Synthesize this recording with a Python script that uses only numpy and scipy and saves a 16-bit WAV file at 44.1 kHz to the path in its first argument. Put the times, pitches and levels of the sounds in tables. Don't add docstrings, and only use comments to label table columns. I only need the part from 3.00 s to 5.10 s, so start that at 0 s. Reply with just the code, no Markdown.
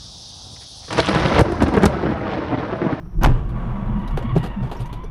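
import sys
import numpy as np
from scipy import signal
from scipy.fft import rfft, irfft
from scipy.io import wavfile
from scipy.ndimage import uniform_filter1d

SR = 44100
rng = np.random.default_rng(int(sys.argv[2]) if len(sys.argv) > 2 else 0)


def ratio(d):
    e = np.asarray(d, float) / 20
    return 10 ** e


def dump(signal):
    limited = np.clip(np.atleast_2d(signal).T, -1, 1)
    pcm = np.round(limited * 32767).astype(np.int16)
    wavfile.write(sys.argv[1], SR, pcm)


N = 92610
TIME = np.arange(N) / SR
CONTACT_S, BLOW_S = 0.21, 0.241


def noise():
    return rng.standard_normal(N)


def rms_one(x):
    return x / np.sqrt(np.mean(x ** 2) + 1e-20)


def in_time(rows):
    seconds, *columns = np.transpose(rows)
    return [np.interp(TIME, seconds, column) for column in columns]


def drift(rate_hz):
    r = np.exp(-20 * np.pi * rate_hz / SR)
    slow = signal.lfilter([1], [1, -2 * r, r * r], rng.standard_normal(N // 10 + 2002))
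    slow = rms_one(slow[2000:])
    return np.interp(np.arange(N) / 10, np.arange(len(slow)), slow)


def envelope(start_s, swell_s, hold_s, t60_s):
    since = TIME - start_s
    swell_s = max(swell_s, 1e-4)
    falling_s = np.maximum(since - swell_s - hold_s, 0)
    return np.clip(since / swell_s, 0, 1) * ratio(-60 * falling_s / max(t60_s, 1e-3))


def step_in(start_s, swell_s):
    return envelope(start_s, swell_s, 9, 1)


def resonance(x, hz, width_hz):
    r = np.exp(-np.pi * width_hz / SR)
    feedback = [1, -2 * r * np.cos(2 * np.pi * hz / SR), r * r]
    return signal.lfilter([(1 - r * r) / 2, 0, (r * r - 1) / 2], feedback, x)


def narrow(hz, width_hz):
    once = resonance(noise(), hz, width_hz)
    return rms_one(resonance(once, hz, width_hz))


def bank(x, peaks):
    total = 0
    for k, (hz, width_hz, db) in enumerate(peaks):
        total = total + (-1) ** k * ratio(db) * resonance(x, hz, width_hz) / np.sqrt(width_hz)
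    return rms_one(total)


def coloured(x, spectrum):
    hz, db = np.transpose(spectrum)
    f = np.maximum(np.arange(N // 2 + 1) * SR / N, 1)
    gain = ratio(np.interp(np.log(f), np.log(hz), db, left=-90, right=-90))
    return rms_one(irfft(rfft(x) * gain, N))


def grit(spread_db):
    return rms_one(noise() * ratio(spread_db * drift(197)))


# (frequency [Hz], level [dB per Hz])
ROAD_RUMBLE = [(12, -50), (22, 3), (42, -0.5), (70, -10.5), (175, -7), (269, -34.5), (334, -14.5),
               (420, -42), (550, -83)]
# (frequency [Hz], level [dB per Hz])
WIND_MURMUR = [(240, -36), (400, -5), (464, -12.5), (1140, -13.5), (1870, -26.5), (5000, -43), (6800, -52),
               (15600, -52)]
# (frequency [Hz], width [Hz], level [dB])
ELECTRIC_HISS = [(5650, 640, -73.5), (9300, 800, -81), (12740, 1100, -79)]


def road():
    rumble = ratio(-29.5 + 5.0 * drift(4.0)) * coloured(noise(), ROAD_RUMBLE)
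    murmur = ratio(-53.5 + 1.7 * drift(26)) * coloured(noise(), WIND_MURMUR)
    hiss = sum(ratio(db) * narrow(hz, width_hz) for hz, width_hz, db in ELECTRIC_HISS)
    duck_db = -6 * step_in(BLOW_S, 0.0091)
    return ratio(duck_db) * (rumble + murmur + hiss)


# (frequency [Hz], level [dB per Hz])
CRUMPLE = [(120, -26), (200, 10), (864, -5.5), (1020, -5), (1360, -6.5), (1570, -6.5), (2020, -19),
           (2850, -17), (15000, -77)]
# (frequency [Hz], width [Hz], level [dB])
PANEL_RINGS = [(509, 17, -6), (727, 47, 12.5), (981.3, 29, 4.5), (1450, 34, -4.5), (1780, 49, -24),
               (2170, 38, -12.5), (3000, 50, -30), (3570, 87, -23), (6240, 110, -57)]


def crush(contacts):
    rise_db = np.interp(TIME, [CONTACT_S, BLOW_S], [-33, -13.5])
    rise = ratio(rise_db) * step_in(CONTACT_S, 0.0013)
    fall = ratio(-60 * np.maximum(TIME - BLOW_S - .008, 0) / 0.15)
    tail = ratio(-31.5) * envelope(BLOW_S, 0.046, 0, t60_s=0.91)
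    metal = coloured(contacts, CRUMPLE) + ratio(-5) * bank(contacts, PANEL_RINGS)
    return (rise * fall + tail) * metal


def snap(contacts):
    first = envelope(.2345, 0.00038, 0.00034, t60_s=.009)
    second = 0.63 * envelope(BLOW_S, 0.00062, 0, t60_s=.009)
    crack = rms_one(resonance(contacts, 14000, 4500) + 1.2 * resonance(contacts, 5800, 1000))
    return ratio(-22) * (first + second) * crack


# (time [s], level [dB], frequency [Hz], hold [s], t60 [s])
SPRING_LURCHES = [
    (.233, -7, 34.5, .056, .03),
    (.299, -9, 26, .04, .15),
]


def lurch():
    total = 0
    for s, db, hz, hold_s, t60_s in SPRING_LURCHES:
        swing = -np.sin(2 * np.pi * hz * (TIME - s))
        total = total + swing * ratio(db) * envelope(s, 0.004, hold_s, t60_s)
    return total


# (frequency [Hz], width [Hz], level [dB])
WING_RINGS = [(749, 43, -1.5), (1019.4, 62, -5), (1560, 89, -8.5)]


def bang():
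    strike = envelope(.2425, 0.0007, 0.0064, t60_s=0.034)
    rebound = ratio(-4) * envelope(.259, 0.00054, 0.0043, t60_s=0.034)
    return ratio(-7) * (strike + rebound) * bank(noise(), WING_RINGS)


def collision():
    contacts = grit(spread_db=1.5)
    return crush(contacts) + snap(contacts) + lurch() + bang()


# (time [s], level [dB], frequency [Hz], t60 [s])
SMALL_TICKS = [(.2165, -52, 4860, .02), (.226, -68, 11100, .04), (0.2417, -31, 4380, 0.0082),
               (.2477, -20, 2550, 0.0098), (0.2504, -36, 3460, 0.0087), (0.26, -37, 3060, 0.013),
               (.2645, -49, 5000, 0.011), (1.077, -41.5, 3860, 0.05), (1.0765, -56, 9300, .04),
               (1.106, -61, 5050, .03), (1.356, -62, 6206, .02), (1.366, -47, 5640, 0.028),
               (1.372, -55, 4660, 0.023), (1.38, -58, 9630, 0.089), (1.437, -64, 9400, 0.069),
               (1.46, -56, 9300, 0.048), (1.766, -53, 5600, 0.12), (1.768, -60, 13700, 0.045),
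               (1.804, -56, 8900, 0.045), (1.812, -57, 9600, 0.065), (1.859, -59, 6304, 0.072),
               (2.041, -59, 5870, 0.099), (2.043, -62.5, 9300, 0.072)]


def ticks():
    contacts = grit(spread_db=2.0)
    total = 0
    for s, db, hz, t60_s in SMALL_TICKS:
        ring = rms_one(resonance(contacts, hz, width_hz=340))
        total = total + ratio(db) * envelope(s, 0.00066, 0.001, t60_s) * ring
    return total


# (time [s], peak level [dB], frequency [Hz], hold [s], t60 [s])
FLOOR_THUDS = [(0.247, -14.5, 276.5, 0.012, 0.19), (.236, -11, 141, .03, 0.078),
               (.33, -17.5, 124.1, 0.012, 0.6), (0.537, -24.5, 124, 0.023, 0.37),
               (0.671, -26.5, 119, 0.027, 0.076), (0.897, -24, 117, 0.0068, 0.079),
               (.95, -18.5, 201.2, 0.015, 0.24), (1.135, -18, 143.6, 0.025, 0.031),
               (1.237, -19.5, 219, 0.0049, 0.092), (1.321, -15, 125, 0.0096, 0.11),
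               (1.386, -17.5, 125.6, 0.0069, 0.073), (1.56, -21, 204.7, 0.024, 0.17),
               (1.609, -18, 120.6, 0.027, 0.18), (1.797, -20, 124, 0.025, 0.089),
               (1.905, -30.5, 115, 0.035, .08), (.74, -27, 199.1, 0.093, .1)]


def thuds():
    waver = 0.76 * drift(15.0)
    total = 0
    for s, db, hz, hold_s, t60_s in FLOOR_THUDS:
        tone = np.sin(2 * np.pi * hz * (TIME - s) + waver)
        total = total + ratio(db) * envelope(s, 0.011, hold_s, t60_s) * tone
    return total


# (time [s], shudder level [dB], tyre scrub level [dB])
SKID_LEVELS = [
    (.3, -22, -39),
    (.39, -23, -38),
    (.44, -35, -50.5),
    (.58, -27, -35),
    (.8, -26.5, -36),
    (1.2, -33.5, -38),
    (1.45, -32.5, -38.5),
    (1.78, -45, -41.5),
    (2.1, -52, -48.5),
]
# (frequency [Hz], width [Hz], level [dB])
CABIN_BOOMS = [(119.37, 14.3, 3), (170.9, 14, -5), (209.7, 31, -4), (338, 143, -13), (74.5, 120, -9.5)]
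# (frequency [Hz], level [dB per Hz])
TYRE_SCRUB = [(140, -29.5), (230, 1.5), (356, -18), (463, -10.5), (1150, -12.5), (1870, -24.5),
              (2900, -31.5), (4990, -50), (15000, -62)]


def skid():
    shudder_db, scrub_db = in_time(SKID_LEVELS)
    boom = 0
    for hz, width_hz, db in CABIN_BOOMS:
        boom = boom + ratio(db + 5.0 * drift(29)) * narrow(hz, 0.52 * width_hz)
    scrub = ratio(0.47 * drift(20)) * coloured(grit(spread_db=1.5), TYRE_SCRUB)
    return step_in(BLOW_S, 0.0069) * (ratio(shudder_db) * rms_one(boom) + ratio(scrub_db) * scrub)


# (time [s], peak level [dB], frequency [Hz], hold [s], t60 [s])
BODY_SLAMS = [
    (.2435, -8, 62, .022, .03),
    (.2925, -11, 128, .02, .15),
    (1.1748, -22, 470, .002, .03),
    (1.213, -29, 540, .004, .03),
    (2.04, -30, 430, .006, .04),
    (1.3617, -6, 158, .011, .07),
    (1.3622, -8, 390, .004, .03),
    (1.364, -17, 290, .006, .05),
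]


def slams():
    total = 0
    for s, db, hz, hold_s, t60_s in BODY_SLAMS:
        swing = -np.sin(2 * np.pi * hz * (TIME - s))
        total = total + ratio(db) * envelope(s, 0.00079, hold_s, t60_s) * swing
    return total


# (time [s], pitch [Hz], level [dB], overtones [dB])
FRONT_SQUEAL = [
    (.3, 1141, -43.5, -8),
    (.85, 1131, -39, -6),
    (1.12, 1130, -38.5, -6),
    (1.2, 1089, -47, 4),
    (1.28, 1113, -32.5, 0),
    (1.345, 1115, -31.5, -6),
    (1.37, 1150, -56, 12),
]
REAR_SQUEAL = [
    (.6, 941, -46, -5.5),
    (.95, 965, -35.5, -6),
    (1.25, 959.4, -37.5, 6),
    (1.3, 947, -46, 9),
    (1.42, 949, -41, 11),
    (1.7, 910, -35, -4.5),
    (1.85, 970, -35, -3.5),
    (2.04, 1013, -38, -7),
    (2.1, 1045, -51, -21),
]
OVERTONES_DB = [-11, -14, -30]


def squeal(rows):
    hz, db, bright_db = in_time(rows)
    wander = .025 * (1.5 * drift(204.5) + 0.194 * drift(8.7))
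    phase = 2 * np.pi * np.cumsum(hz * (1 + wander)) / SR
    tone = np.sin(phase)
    for order, order_db in enumerate(OVERTONES_DB, start=2):
        tone = tone + ratio(order_db + bright_db) * np.sin(order * phase)
    flutter_db = 5 * np.minimum(drift(35), 1)
    return 0.57 * ratio(db + flutter_db) * tone * step_in(rows[0][0], 0.014)


# (time [s], level [dB])
SPRING_SWAY = [
    (.36, -23.5),
    (.4, -24.5),
    (.86, -27),
    (.93, -20),
    (1.01, -39.5),
    (1.07, -24.5),
    (1.55, -32),
    (1.9, -32),
    (2.1, -31),
]


def sway():
    throb = narrow(35, 25.4)
    even = throb / np.sqrt(uniform_filter1d(throb ** 2, size=4000) + 0.098)
    return even * ratio(in_time(SPRING_SWAY)[0]) * step_in(SPRING_SWAY[0][0], 0.011)


# (time [s], bright level [dB], dull level [dB], swell [s], length [s])
LOOSE_KNOCKS = [(0.49, -51, -55, 0.0029, 0.0055), (0.986, -61, -55, 0.0022, 0.035),
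                (1.083, -51, -62, 0.0012, 0.0051), (1.109, -57, -62, 0.0015, .008),
                (1.172, -42.5, -20.5, 0.0018, 0.0059), (1.224, -77, -35.5, 0.00067, 0.0083),
                (1.354, -70, -28.5, 0.00058, 0.0073), (1.36, -53.5, -27, 0.0011, 0.013),
                (1.373, -47, -37, 0.0049, 0.0074), (1.427, -44, -28.5, 0.011, 0.03),
                (1.617, -65.5, -36, 0.013, 0.051), (1.713, -45.5, -28.5, 0.0019, 0.021),
                (1.748, -71, -40, 0.0089, 0.021), (1.788, -48, -39, 0.018, 0.023),
                (1.855, -52, -63, 0.0034, 0.012), (1.887, -69, -64, 0.0091, 0.013),
                (1.686, -65, -45, .015, 0.009), (1.9276, -41.5, -30.5, 0.0015, 0.0053),
                (2.034, -66, -42, 0.0024, 0.014)]
# (frequency [Hz], level [dB per Hz])
CHATTER = [(900, 2), (2600, 0), (4200, -3), (7500, -14), (9400, -11), (13500, -15), (15500, -28)]
# (frequency [Hz], width [Hz], level [dB])
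CHATTER_RINGS = [(3660, 380, -0.5), (5170, 320, 15.5), (9050, 500, -8)]
# (frequency [Hz], width [Hz], level [dB])
PLASTIC_BODY = [(350, 140, 0), (480, 160, -1), (720, 200, -4), (1500, 900, -9), (2800, 1200, -15)]


def knocks():
    contacts = grit(spread_db=2.0)
    bright = coloured(contacts, CHATTER) + 0.19 * bank(contacts, CHATTER_RINGS)
    body = bank(contacts, PLASTIC_BODY)
    body = body / np.sqrt(uniform_filter1d(body ** 2, size=600) + 0.27)
    total = 0
    for s, bright_db, dull_db, swell_s, length_s in LOOSE_KNOCKS:
        sag = ratio(-6 * step_in(s + swell_s, length_s))
        burst = envelope(s, swell_s, length_s, t60_s=.07) * sag
        echo = ratio(-16) * envelope(s, swell_s, length_s, t60_s=.25)
        total = total + (burst + echo) * (ratio(bright_db) * bright + ratio(dull_db) * body)
    return total


def scene():
    crash = collision() + ticks() + thuds() + slams()
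    sliding = skid() + squeal(FRONT_SQUEAL) + squeal(REAR_SQUEAL) + sway()
    return (road() + crash + sliding + knocks())[None]


def roll_off(x):
    return signal.sosfilt(signal.butter(12, 16510, fs=SR, output="sos"), x)


def record(dry):
    overload, offset, cutoff_hz = .385, .0075, 15500
    clipped = np.clip(dry + offset, -overload, overload)
    low_pass = signal.cheby2(12, 60, cutoff_hz * 1.035, fs=SR, output="sos")
    mix = signal.sosfilt(low_pass, clipped)
    return roll_off(mix)


dry = scene()
out = record(dry)
dump(out)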